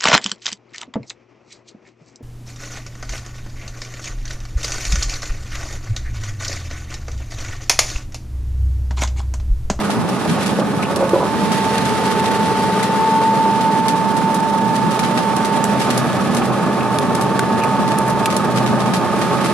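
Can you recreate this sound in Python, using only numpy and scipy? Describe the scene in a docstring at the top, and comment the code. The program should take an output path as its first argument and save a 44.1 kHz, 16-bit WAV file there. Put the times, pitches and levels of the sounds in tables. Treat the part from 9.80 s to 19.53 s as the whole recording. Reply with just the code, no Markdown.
"""A steel drone and wet squelches, heard from close above a screw separator grinding pulp in a workshop.
Grinding drives the resonances of frame, drum, outlet and casing, over cooling air and room rumble.
The motor's whine grows and wavers as the listener leans round the machine through its standing waves.
Pulp rubs along a ringing screen, spurts air and juice, and now and then squeaks or snaps a bubble.
Early on, a few dull knocks sound."""
import sys
import numpy as np
from scipy import signal
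from scipy.fft import rfft, irfft, next_fast_len
from scipy.io import wavfile
from scipy.ndimage import uniform_filter1d, map_coordinates

SR = 44100
rng = np.random.default_rng(int(sys.argv[2]) if len(sys.argv) > 2 else 0)


def wav_out(sig):
    """Save sig, one row per channel (or a flat mono array), as 16-bit PCM at SR to the path in sys.argv[1]."""
    wavfile.write(sys.argv[1], SR, np.round(np.clip(np.atleast_2d(sig).T, -1, 1) * 32767).astype(np.int16))


N = 429093
TIME = np.arange(N) / SR
FFT_SIZE = next_fast_len(N, real=True)
HZ = np.fft.rfftfreq(FFT_SIZE, 1 / SR)
SHAFT_HZ = 24.65

# lean towards the pulp outlet and nearness to the motor side: time_s, lean_0_to_1, near_0_to_1
LISTENER_PATH = [(0, 0, .25), (1.1, 0.15, 0), (2.4, 0.92, 0.1), (3.3, 0.8, 0.1), (4.2, 0.2, 0),
                 (5.5, 0.04, 0.37), (6.2, 0, 0.81), (6.8, 0.16, 1), (7.5, 0.56, 0.6), (8.3, 0.06, 0.72),
                 (9.73, 0.15, 0.93)]
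# likeness of the two channels: frequency_hz, correlation
STEREO_CORRELATION = [(30, -.3), (60, .05), (100, .33), (135, .65), (210, .74), (300, .6), (430, .78),
                      (650, .85), (1200, .86), (1820, .7), (3000, .44), (4800, .26), (8000, .13),
                      (12000, .12)]
# balance of the two channels: frequency_hz, left_minus_right_db
STEREO_BALANCE = [(50, 1), (200, -1.4), (700, -2), (1300, -3), (2500, -2.5), (4000, -1), (7000, 0.5),
                  (12000, -1.5)]
# spectrum of the room rumble: frequency_hz, gain_db
ROOM_SPECTRUM = [(20, -32), (32, -27), (45, -19), (72, 1), (90, 4.5), (130, 6.5), (250, -8.5), (500, -2.5),
                 (1000, -15), (3000, -32.5)]
# strength of the room rumble: time_s, level_db
ROOM_LEVEL = [(0, -30), (2.3, -30.5), (3.5, -37), (5.6, -42), (6.3, -34.5), (8.2, -34), (9.73, -37)]
# spectrum of the cooling air: frequency_hz, gain_db
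AIR_SPECTRUM = [(600, -45), (880, -11), (935, -2), (1005, -15), (1060, 3), (1115, 2), (1175, 1), (1255, 3),
                (1370, -7.5), (1550, -8.5), (1780, -8.5), (1950, -31), (2280, -15.5), (2600, -14.5),
                (3100, -48)]
# thin motor and gear tones: pitch_hz, waver_hz, level_db, loudest_at_s, fade_db_per_s
GEAR_TONES = [(126.8, 1.58, -30, 8.9, 2.5), (236.9, 1.95, -29.5, 7.2, 1.6), (586.5, 6.02, -35.5, 6.4, 3),
              (795, 3.9, -38.5, 7.3, 1.5), (1127, 7.1, -39, 9.4, 0.3), (1210, 4.8, -36, 10.5, 1.5),
              (1248, 7.13, -37, 8.6, 1.5), (1475, 4, -43, 2.6, 0.2), (1683, 5.49, -45, 8, 1),
              (1710, 4.1, -43.5, 6.2, 1.5), (1780, 2.84, -44, 7.7, 1.2)]
# motor frame resonances: centre_hz, width_hz, gain_db
FRAME_MODES = [(107, 13, -9), (126.2, 5.6, 5), (138.7, 9.9, 4.5), (343.4, 23, 0.5), (400, 26, -7),
               (561, 41, -3)]
# moments of harder frame vibration: start_s, length_s, change_db
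FRAME_SHAKES = [(5.9, 0.49, 2), (7.42, 0.14, 5), (8.65, 0.25, 3.5), (9.2, 0.46, 2)]
# outlet resonances: centre_hz, width_hz, gain_db
OUTLET_MODES = [(415, 32, 3.5), (459, 34, 2)]
# casing resonances: centre_hz, width_hz, gain_db, motor_side_extra_db
CASING_MODES = [(288.5, 41, 1.5, -1), (352, 56, -4.5, 2.5), (410, 68, -7, 3.5), (528, 41, -3, -0.5),
                (611.5, 41, -3.5, 4), (679, 60, -6, 2.5), (768, 68, -5, 4), (864, 62, -2, 1),
                (975, 80, -6.5, -6)]
# drum resonances: centre_hz, width_hz, gain_db
DRUM_MODES = [(170, 23, -9), (187, 9.4, -5), (198.5, 5, -6.5), (204.6, 6.1, 1.5), (237.8, 3.3, -9.5),
              (229, 63, -10.5)]
# swells and dips in the drum's drone; the long dip is the sound ducking around the knocks:
# start_s, length_s, change_db
DRUM_SWELLS = [(.16, 0.055, 7), (.37, 0.11, -7), (.473, 0.077, 7), (.663, .22, 2.5), (1.02, 0.55, -3.5),
               (1.57, 0.21, 4), (1.82, 0.16, -2), (2.15, .09, -4), (2.6, 0.048, 6), (3.23, .09, -6),
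               (3.52, .19, 1), (4.2, .18, 1.5), (4.41, 0.064, 3), (4.53, 0.067, 2), (4.82, 0.064, 3.5),
               (5.03, 0.081, 5.5), (5.135, .06, -13), (5.2, 0.096, 2.5), (5.865, 0.084, 4),
               (6.39, 0.21, 2.5), (6.8, 0.1, 4), (7.04, 0.063, -4), (7.35, .075, -5), (7.7, .084, 3.5),
               (7.79, 0.076, -4), (7.93, .15, 2.5), (8.235, .06, -5), (8.42, 0.067, -7), (8.74, 0.07, 4.5),
               (8.89, 0.079, 5.5), (9.06, 0.13, 3), (9.24, 0.08, -2.5)]
# whine pitch, following motor speed under load: time_s, pitch_hz
WHINE_PITCH = [(0, 887), (1.6, 885.5), (3.05, 887), (3.45, 891), (4.2, 890), (4.85, 893), (5.3, 891),
               (5.8, 892.5), (8.9, 892.3), (9.73, 889)]
# whine strength along the path through the standing waves: time_s, level_db
WHINE_LEVEL = [(0, -45), (.9, -35.5), (1.5, -27.5), (1.88, -21.5), (2.06, -23.5), (2.55, -20.5),
               (2.85, -20.5), (3.08, -22.5), (3.22, -16), (3.5, -15.5), (4.3, -20), (4.9, -20.5),
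               (5.25, -24), (5.8, -22.5), (6.55, -35.5), (7.1, -24), (7.55, -24.5), (7.85, -21.5),
               (8.35, -21.5), (8.5, -26), (9.73, -26.5)]
# side on which the whine is heard: time_s, left_minus_right_db
WHINE_BALANCE = [(0, -15), (2.4, -2), (3.2, 2.5), (3.8, -3), (4.3, -5), (5.6, -9.5), (7, -1.5), (9.73, -4)]
# dull blows: start_s, level_db, t60_s, favoured_hz
KNOCK_EVENTS = [(.788, -8.5, 0.081, 600), (1.106, -16, 0.16, 600), (1.165, -14, 0.1, 340),
                (1.198, -14.5, 0.37, 545), (1.224, -10.5, 0.1, 620), (1.332, -5, 0.11, 420),
                (1.352, -15, .07, 1000), (1.359, -9.5, 0.12, 557), (1.404, -14, 0.12, 1000),
                (1.428, -9, 0.047, 1000)]
# modes of the struck hollow body: pitch_hz, gain_db
HOLLOW_MODES = [(290, -14), (350, 2), (400, -16), (450, -9), (544, 2.5), (592, -4), (680, -6.5),
                (800, -8.5), (990, -5), (1130, -18), (1300, -25)]
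# spectrum of pulp friction: frequency_hz, gain_db
RUB_SPECTRUM = [(700, -9.5), (1300, 4), (2000, 0.5), (2800, -3.5), (3500, -4.5), (4500, -11), (5600, -12),
                (7500, -19.5), (12000, -36)]
# spectrum of tiny bursting bubbles: frequency_hz, gain_db
FIZZ_SPECTRUM = [(2000, -16), (4000, 3), (5200, 0), (6500, -3), (7800, 1), (9000, 4.5), (10800, 4.5),
                 (11800, 1), (12600, -9)]
# steel screen resonances: centre_hz, width_hz, gain_db
SCREEN_MODES = [(1665, 45, -3), (1935, 77, 3.5), (2190, 54, -2.5), (2720, 110, 0.5), (2860, 60, -8),
                (3195, 43, 0), (3720, 100, -4), (4240, 90, -4), (4740, 90, -3.5)]
# sound of pulp passing the screen: time_s, level_db
PULP_FLOW = [(0, -31.5), (.24, -37), (.62, -30), (.85, -36.5), (1.35, -36), (1.8, -30), (3.0, -31.5),
             (3.5, -33.5), (4.7, -35), (6.15, -32), (6.9, -35.5), (9.2, -35), (9.73, -30.5)]
# wet squeaks and pops: start_s, pitch_hz, half_width_hz, level_db, length_s
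SQUEAK_EVENTS = [(1.027, 2400, 400, -23, 0.0088), (1.043, 2650, 400, -31, .018),
                 (2.458, 3706, 500, -26.5, 0.0078), (3.025, 2080, 250, -24, .007),
                 (6.617, 2750, 600, -30, .01), (7.006, 2420, 600, -27.5, 0.0097),
                 (7.593, 1460, 109, -13.5, 0.0041), (7.81, 2650, 400, -33, 0.033),
                 (7.832, 2387, 400, -27, 0.019)]
# spectrum of spitting air and juice: frequency_hz, gain_db
SPIT_SPECTRUM = [(500, -43), (1400, 4), (2400, 1), (3300, 2), (4500, 4), (7000, 2.5), (10500, 4.5),
                 (12500, -2.5)]
# single bursting bubbles: start_s, level_db, brightest_hz, decay_s
SNAP_EVENTS = [(5.8415, -5.5, 7460, 0.00095), (5.851, -16.5, 10810, .001), (6.547, -16, 6000, 0.0011),
               (7.1867, -9, 3400, 0.0017), (7.196, -22, 9500, .001), (7.593, -10, 1900, 0.0025),
               (8.187, -10.5, 9500, 0.0011), (8.458, -9, 2940, 0.0039)]
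# loud spurts of air and juice: start_s, level_db, treble_db, t60_s
SQUELCH_EVENTS = [(.101, -21.5, -18, 0.16), (.288, -24.5, -17, 0.11), (.495, -20.5, -21, 0.062),
                  (.66, -19, -17, 0.16), (1.025, -25, -20, .12), (1.16, -18, -13, 0.045),
                  (1.292, -25, -16, .06), (1.716, -18, -18.5, 0.17), (1.98, -15.5, -21, 0.047),
                  (2.05, -20.5, -19, 0.11), (2.254, -20, -19, 0.078), (2.457, -19, -18, .06),
                  (3.027, -17.5, -16, 0.088), (3.808, -22, -18, 0.078), (4.082, -13.5, -17, 0.09),
                  (4.365, -25.5, -12, 0.15), (4.543, -21.5, -9, 0.072), (4.602, -25, -13, .025),
                  (4.954, -22.5, -16, 0.11), (5.105, -24, -16, 0.22), (5.191, -17, -17, 0.085),
                  (5.23, -20, -22, 0.21), (5.374, -15, -21.5, 0.091), (5.565, -23, -9, .055),
                  (5.647, -20, -16, .12), (5.996, -22, -15, .1), (6.013, -16, -19, 0.1),
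                  (6.102, -18, -18, 0.13), (6.176, -12.5, -9, 0.048), (6.546, -18.5, -6, 0.056),
                  (6.566, -19, -14, 0.1), (6.654, -24, -9, 0.041), (7.349, -17.5, -11.5, 0.04),
                  (7.41, -21, -11, 0.1), (7.836, -20.5, -7, 0.048), (8.076, -24.5, -19, 0.22),
                  (8.118, -22, -21, 0.037), (8.182, -23, -7, 0.055), (8.277, -24, -6, .07),
                  (8.298, -24, -12, 0.079), (8.5, -22.5, -19.5, 0.28), (8.565, -14.5, -11, 0.06),
                  (8.757, -21.5, -19, .12), (8.772, -19.5, -21, .12), (8.861, -20.5, -21, .13),
                  (9.002, -23.5, -20, 0.12), (9.059, -26, -20, .09), (9.135, -17.5, -18, 0.17),
                  (9.387, -29, -11, .09), (9.414, -20, -19, 0.11), (9.56, -35, -16, .15),
                  (9.609, -28, -21, 0.082), (9.658, -21, -15, 0.11)]


def gain_of(db):
    """Amplitude grows tenfold for every 20 dB."""
    return 10 ** (np.asarray(db) / 20)


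def unit_rms(x):
    """Normalises a signal to unit mean power."""
    return x / np.sqrt(np.mean(x ** 2) + 1e-20)


def at_hz(points, hz=HZ):
    """Interpolates a table on a logarithmic frequency axis."""
    frequency, value = np.transpose(points)
    return np.interp(np.log(hz + 1), np.log(frequency + 1), value)


def curves(rows):
    """Interpolates each column of a time table linearly, sample by sample."""
    time_s, *columns = np.transpose(rows)
    return [np.interp(TIME, time_s, column) for column in columns]


def add(mix, start_s, sound):
    """Superposition: a stereo sound adds to the mix from its start time."""
    part = mix[:, max(round(start_s * SR), 0):][:, :sound.shape[1]]
    part += sound[:, :part.shape[1]]


def wander(rate_hz):
    """Random modulation of unit rms, with rate_hz new values a second."""
    points = rng.standard_normal(8192)
    return unit_rms(map_coordinates(points, [TIME * rate_hz], order=1, mode="wrap"))


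def quiver(rate_hz):
    """High-passed random modulation: subtracting the running mean leaves the fast part."""
    drift = wander(rate_hz)
    return unit_rms(drift - uniform_filter1d(drift, size=SR // 8))


def swells(rows):
    """Level envelope in dB, with a half-elliptical rise or dip for each row."""
    return sum(change_db * np.sqrt(np.maximum(1 - (2 * (TIME - start_s) / length_s - 1) ** 2, 0))
               for start_s, length_s, change_db in rows)


def resonances(modes):
    """Magnitude response of steep-sided resonances whose powers add."""
    return np.sqrt(sum(gain_of(db) ** 2 / (1 + ((HZ - hz) / (0.73 * width_hz)) ** 2) ** 2
                       for hz, width_hz, db in modes))


def stereo(pair, response, left_lead_s=32e-6):
    """Partial coherence: two independent signals are filtered and blended as at two nearby points."""
    right, independent = rfft(pair, FFT_SIZE)
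    correlation = at_hz(STEREO_CORRELATION)
    left = correlation * right + np.sqrt(1 - correlation ** 2) * independent
    left *= np.exp(2j * np.pi * HZ * left_lead_s) * gain_of(at_hz(STEREO_BALANCE))
    return unit_rms(irfft(np.array([left, right]) * response, FFT_SIZE)[:, :N])


def noise(response):
    """White noise takes on the spectrum of the filter it passes; stereo, unit rms."""
    return stereo(rng.standard_normal((2, N)), response)


def steadied(x, window_samples):
    """A steady drive: dividing by a running level evens out the chance swells of narrowband noise."""
    power = uniform_filter1d((x ** 2).mean(0), size=window_samples)
    return unit_rms(x / (power + 1e-9) ** 0.43)


def reflection_ripple(depth=0.24, count=24):
    """Interference: reflections from steel and floor, 5 to 25 ms late, ripple the spectrum."""
    taps = np.zeros(FFT_SIZE)
    taps[rng.integers(SR // 200, SR // 40, count)] = rng.choice([-1, 1], count)
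    return np.abs(1 + depth * unit_rms(rfft(taps).real))


def shaft_judder(depth=0.13, flutter_db=1.64):
    """Amplitude modulation: one throb per shaft turn, roughened by random flutter."""
    return (1 + depth * np.sin(2 * np.pi * SHAFT_HZ * TIME)) * gain_of(flutter_db * quiver(50))


def room_rumble():
    """Ambient noise with its energy concentrated at low frequencies."""
    return noise(gain_of(at_hz(ROOM_SPECTRUM))) * gain_of(curves(ROOM_LEVEL)[0])


def cooling_air(lean, near, level_db=-32):
    """Rushing air radiates broadband noise, loudest on the motor side."""
    return noise(gain_of(at_hz(AIR_SPECTRUM))) * gain_of(level_db + 5 * near + lean)


def gear_tones(flicker_db=2.2):
    """Periodic motion radiates thin, wavering tones, each loudest at one point of the listener's path."""
    out = np.zeros((2, N))
    for hz, waver_hz, db, loudest_at_s, fade_db_per_s in GEAR_TONES:
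        cycles = hz * TIME + np.cumsum(waver_hz * wander(18)) / SR
        level = gain_of(db - fade_db_per_s * abs(TIME - loudest_at_s) + flicker_db * wander(7))
        channel_phase = 0.064 * rng.random((2, 1))
        out += np.sqrt(2) * level * np.sin(2 * np.pi * (cycles + channel_phase))
    return out * gain_of([[-1], [1]])


def frame_hum(near, level_db=-34.5, near_db=9):
    """Forced vibration of the motor frame's low modes, louder close to the motor."""
    hum = steadied(noise(resonances(FRAME_MODES)), window_samples=6000)
    return hum * gain_of(level_db + near_db * near - 0.3 * wander(4.7) + swells(FRAME_SHAKES))


def outlet_groan(lean, level_db=-32, lean_db=7):
    """Grinding excites two resonances of the outlet, louder as the listener leans towards it."""
    groan = steadied(noise(resonances(OUTLET_MODES)), window_samples=9000)
    return groan * gain_of(level_db + lean_db * lean)


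def casing_churn(near, level_db=-25.5, near_db=2):
    """Directional radiation: the balance of the casing's modes shifts towards the motor side."""
    far = noise(resonances([(hz, width, db) for hz, width, db, _ in CASING_MODES]))
    close = noise(resonances([(hz, width, db + extra_db) for hz, width, db, extra_db in CASING_MODES]))
    blend = far * np.sqrt(1 - near) + close * np.sqrt(near)
    return steadied(blend, window_samples=9000) * gain_of(level_db + near_db * near)


def drum_drone(lean, level_db=-22.5):
    """Forced vibration: grinding drives the steel drum's modes, and their level swells and dips."""
    drone = steadied(noise(resonances(DRUM_MODES)), window_samples=3000)
    swell_db = 0.3 * wander(14) + swells(DRUM_SWELLS)
    return drone * gain_of(level_db - 0.5 * lean + swell_db)


def motor_whine(sideband_db=-20, flutter_db=0.95, left_lead_s=40e-6):
    """A tone and a sideband one shaft rate below; standing waves make their level depend on position."""
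    (hz,), (db,), (balance_db,) = curves(WHINE_PITCH), curves(WHINE_LEVEL), curves(WHINE_BALANCE)
    cycles = np.cumsum(hz + 0.5 * wander(24.96)) / SR + hz * np.array([[left_lead_s], [0]])
    tone = np.sin(2 * np.pi * cycles)
    sideband = gain_of(sideband_db) * np.sin(2 * np.pi * (cycles - SHAFT_HZ * TIME))
    level = gain_of(db + flutter_db * quiver(36) + np.array([balance_db, -balance_db]) / 2)
    return np.sqrt(2) * (tone + sideband) * level


def knocks(focus_db_per_octave=9, rise_s=0.00083, left_db=-1):
    """Damped free vibration of a hollow body; each blow favours the modes near one frequency."""
    out, t = np.zeros((2, N)), np.arange(12000) / SR
    hz, mode_db = np.transpose(HOLLOW_MODES)[:, :, None]
    for start_s, db, t60_s, favoured_hz in KNOCK_EVENTS:
        detune, phase = rng.standard_normal((2, len(hz), 1))
        strength = gain_of(mode_db - focus_db_per_octave * abs(np.log2(hz / favoured_hz)))
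        cycles = hz * (1 + 0.0094 * detune) * t + 0.11 * phase
        ring = unit_rms((strength * np.sin(2 * np.pi * cycles)).sum(0))
        envelope = gain_of(db - 60 * t / t60_s) * (1 - np.exp(-t / rise_s))
        add(out, start_s, gain_of([[left_db], [0]]) * ring * envelope)
    return out


def bubble_crackle(bursts_per_s=700, spread_db=3, decay_s=0.0024):
    """Shot noise: tiny bubbles burst at random, each a decaying puff, and their powers add."""
    onsets = rng.random(N) < bursts_per_s / SR
    bursts = onsets * gain_of(spread_db * np.minimum(rng.exponential(1, N), 4.5))
    puff = rng.standard_normal((2, 800)) * np.exp(-np.arange(800) / SR / decay_s)
    power = np.abs(signal.oaconvolve(bursts[None] ** 2, puff ** 2, axes=1)[:, :N])
    return unit_rms(np.sqrt(power) * rng.standard_normal((2, N)))


def pulp_on_screen(lean, rub_db=2, fizz_db=-7.5, ring_db=-11, lean_db=6):
    """Friction of wet pulp rings the screen, clearest near the outlet, while bubbles fizz in clumps."""
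    clumps_db = quiver(60)
    drive = 0.49 * bubble_crackle() + rng.standard_normal((2, N))
    ripple = reflection_ripple()
    rubbing = stereo(drive, gain_of(at_hz(RUB_SPECTRUM)) * ripple) * gain_of(rub_db + clumps_db)
    fizzing = stereo(drive, gain_of(at_hz(FIZZ_SPECTRUM)) * ripple) * gain_of(fizz_db + 2 * clumps_db)
    ringing = noise(resonances(SCREEN_MODES)) * gain_of(ring_db + lean_db * lean + clumps_db)
    return (rubbing + fizzing + ringing) * gain_of(curves(PULP_FLOW)[0])


def squeaks(stereo_width=0.5):
    """Air forced through a wet gap resonates briefly; a narrow band of noise gives a rough pitch."""
    out, t, hz = np.zeros((2, N)), np.arange(4096) / SR, np.fft.rfftfreq(4096, 1 / SR)
    for start_s, pitch_hz, half_width_hz, db, length_s in SQUEAK_EVENTS:
        age = 3 * t / length_s
        swell = age * np.exp(1 - age)
        band = 1 / (1 + ((hz - pitch_hz) / half_width_hz) ** 4)
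        rough = irfft(rfft(rng.standard_normal((2, len(t)))) * band)
        mid, side = (unit_rms(x * swell) * np.sqrt(np.mean(swell ** 2)) for x in rough)
        add(out, start_s, gain_of(db) * np.array([mid + stereo_width * side, mid - stereo_width * side]))
    return out


def bubble_snaps(level_db=-3, body_db=-6.5, echo_db=-23, echo_decay_s=0.02):
    """A bursting bubble gives a broadband impulse with a spectral peak and a brief echo in the spout."""
    out, t, hz = np.zeros((2, N)), np.arange(2048) / SR, np.fft.rfftfreq(2048, 1 / SR)
    for start_s, db, brightest_hz, decay_s in SNAP_EVENTS:
        peak = 1 / (1 + ((hz - brightest_hz) / 1000) ** 2)
        response = gain_of(at_hz(SPIT_SPECTRUM, hz)) * (gain_of(body_db) + peak)
        half_coherent = rng.standard_normal((2, len(t))) + rng.standard_normal(len(t))
        crack = unit_rms(irfft(rfft(half_coherent) * response))
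        envelope = np.exp(-t / decay_s) + gain_of(echo_db) * np.exp(-t / echo_decay_s)
        add(out, start_s, gain_of(db + level_db) * crack * envelope)
    return out


def squelches(level_db=-2, grain_db=3, echo_db=-21, echo_t60_s=0.45, rise_share=0.01):
    """Spurting air and juice radiate grainy puffs of noise, which reverberate in the surrounding steel."""
    out, t, hz = np.zeros((2, N)), np.arange(8192) / SR, np.fft.rfftfreq(8192, 1 / SR)
    small_pockets = [(start_s, -35, -14, 0.021) for start_s in rng.random(30) * N / SR]
    tilt = 0.65 * np.clip(np.log2((hz + 1) / 5000), -1, 1)  # pivots about 5 kHz
    for start_s, db, treble_db, t60_s in list(SQUELCH_EVENTS) + small_pockets:
        response = gain_of(at_hz(SPIT_SPECTRUM, hz) + tilt * (treble_db + 10))
        grains = gain_of(grain_db * unit_rms(uniform_filter1d(rng.standard_normal(len(t)), size=70)))
        puff = unit_rms(irfft(rfft(rng.standard_normal((2, len(t))) * grains) * response))
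        rise = 1 - np.exp(-t / (rise_share * t60_s))
        decay = gain_of(-60 * t / t60_s)
        echo = gain_of(echo_db - 60 * t / echo_t60_s) * (1 - t / t[-1])
        add(out, start_s, gain_of(db + level_db) * puff * rise * (decay + echo))
    return out


def scene():
    """Room, machine and pulp superpose at the moving listener; casing and air share one judder."""
    lean, near = curves(LISTENER_PATH)
    tones = motor_whine() + gear_tones()
    drone = frame_hum(near) + drum_drone(lean) + outlet_groan(lean)
    throbbing = shaft_judder() * (casing_churn(near) + cooling_air(lean, near))
    room = room_rumble()
    pulp = pulp_on_screen(lean) + squelches() + bubble_snaps() + squeaks()
    return room + tones + drone + throbbing + knocks() + pulp


def record(dry, low_hz=52, high_hz=12550, ceiling=0.88):
    """Band limiting removes deep bass and top treble; soft saturation rounds the highest peaks."""
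    thinned = signal.sosfilt(signal.butter(2, low_hz, "highpass", fs=SR, output="sos"), dry)
    rounded = thinned / (1 + (thinned / ceiling) ** 8) ** (1 / 8)
    lowpass = signal.firwin(201, high_hz, window=("kaiser", 9), fs=SR)
    return signal.oaconvolve(rounded, lowpass[None], "same", axes=1)


dry = scene()
out = record(dry)
wav_out(out)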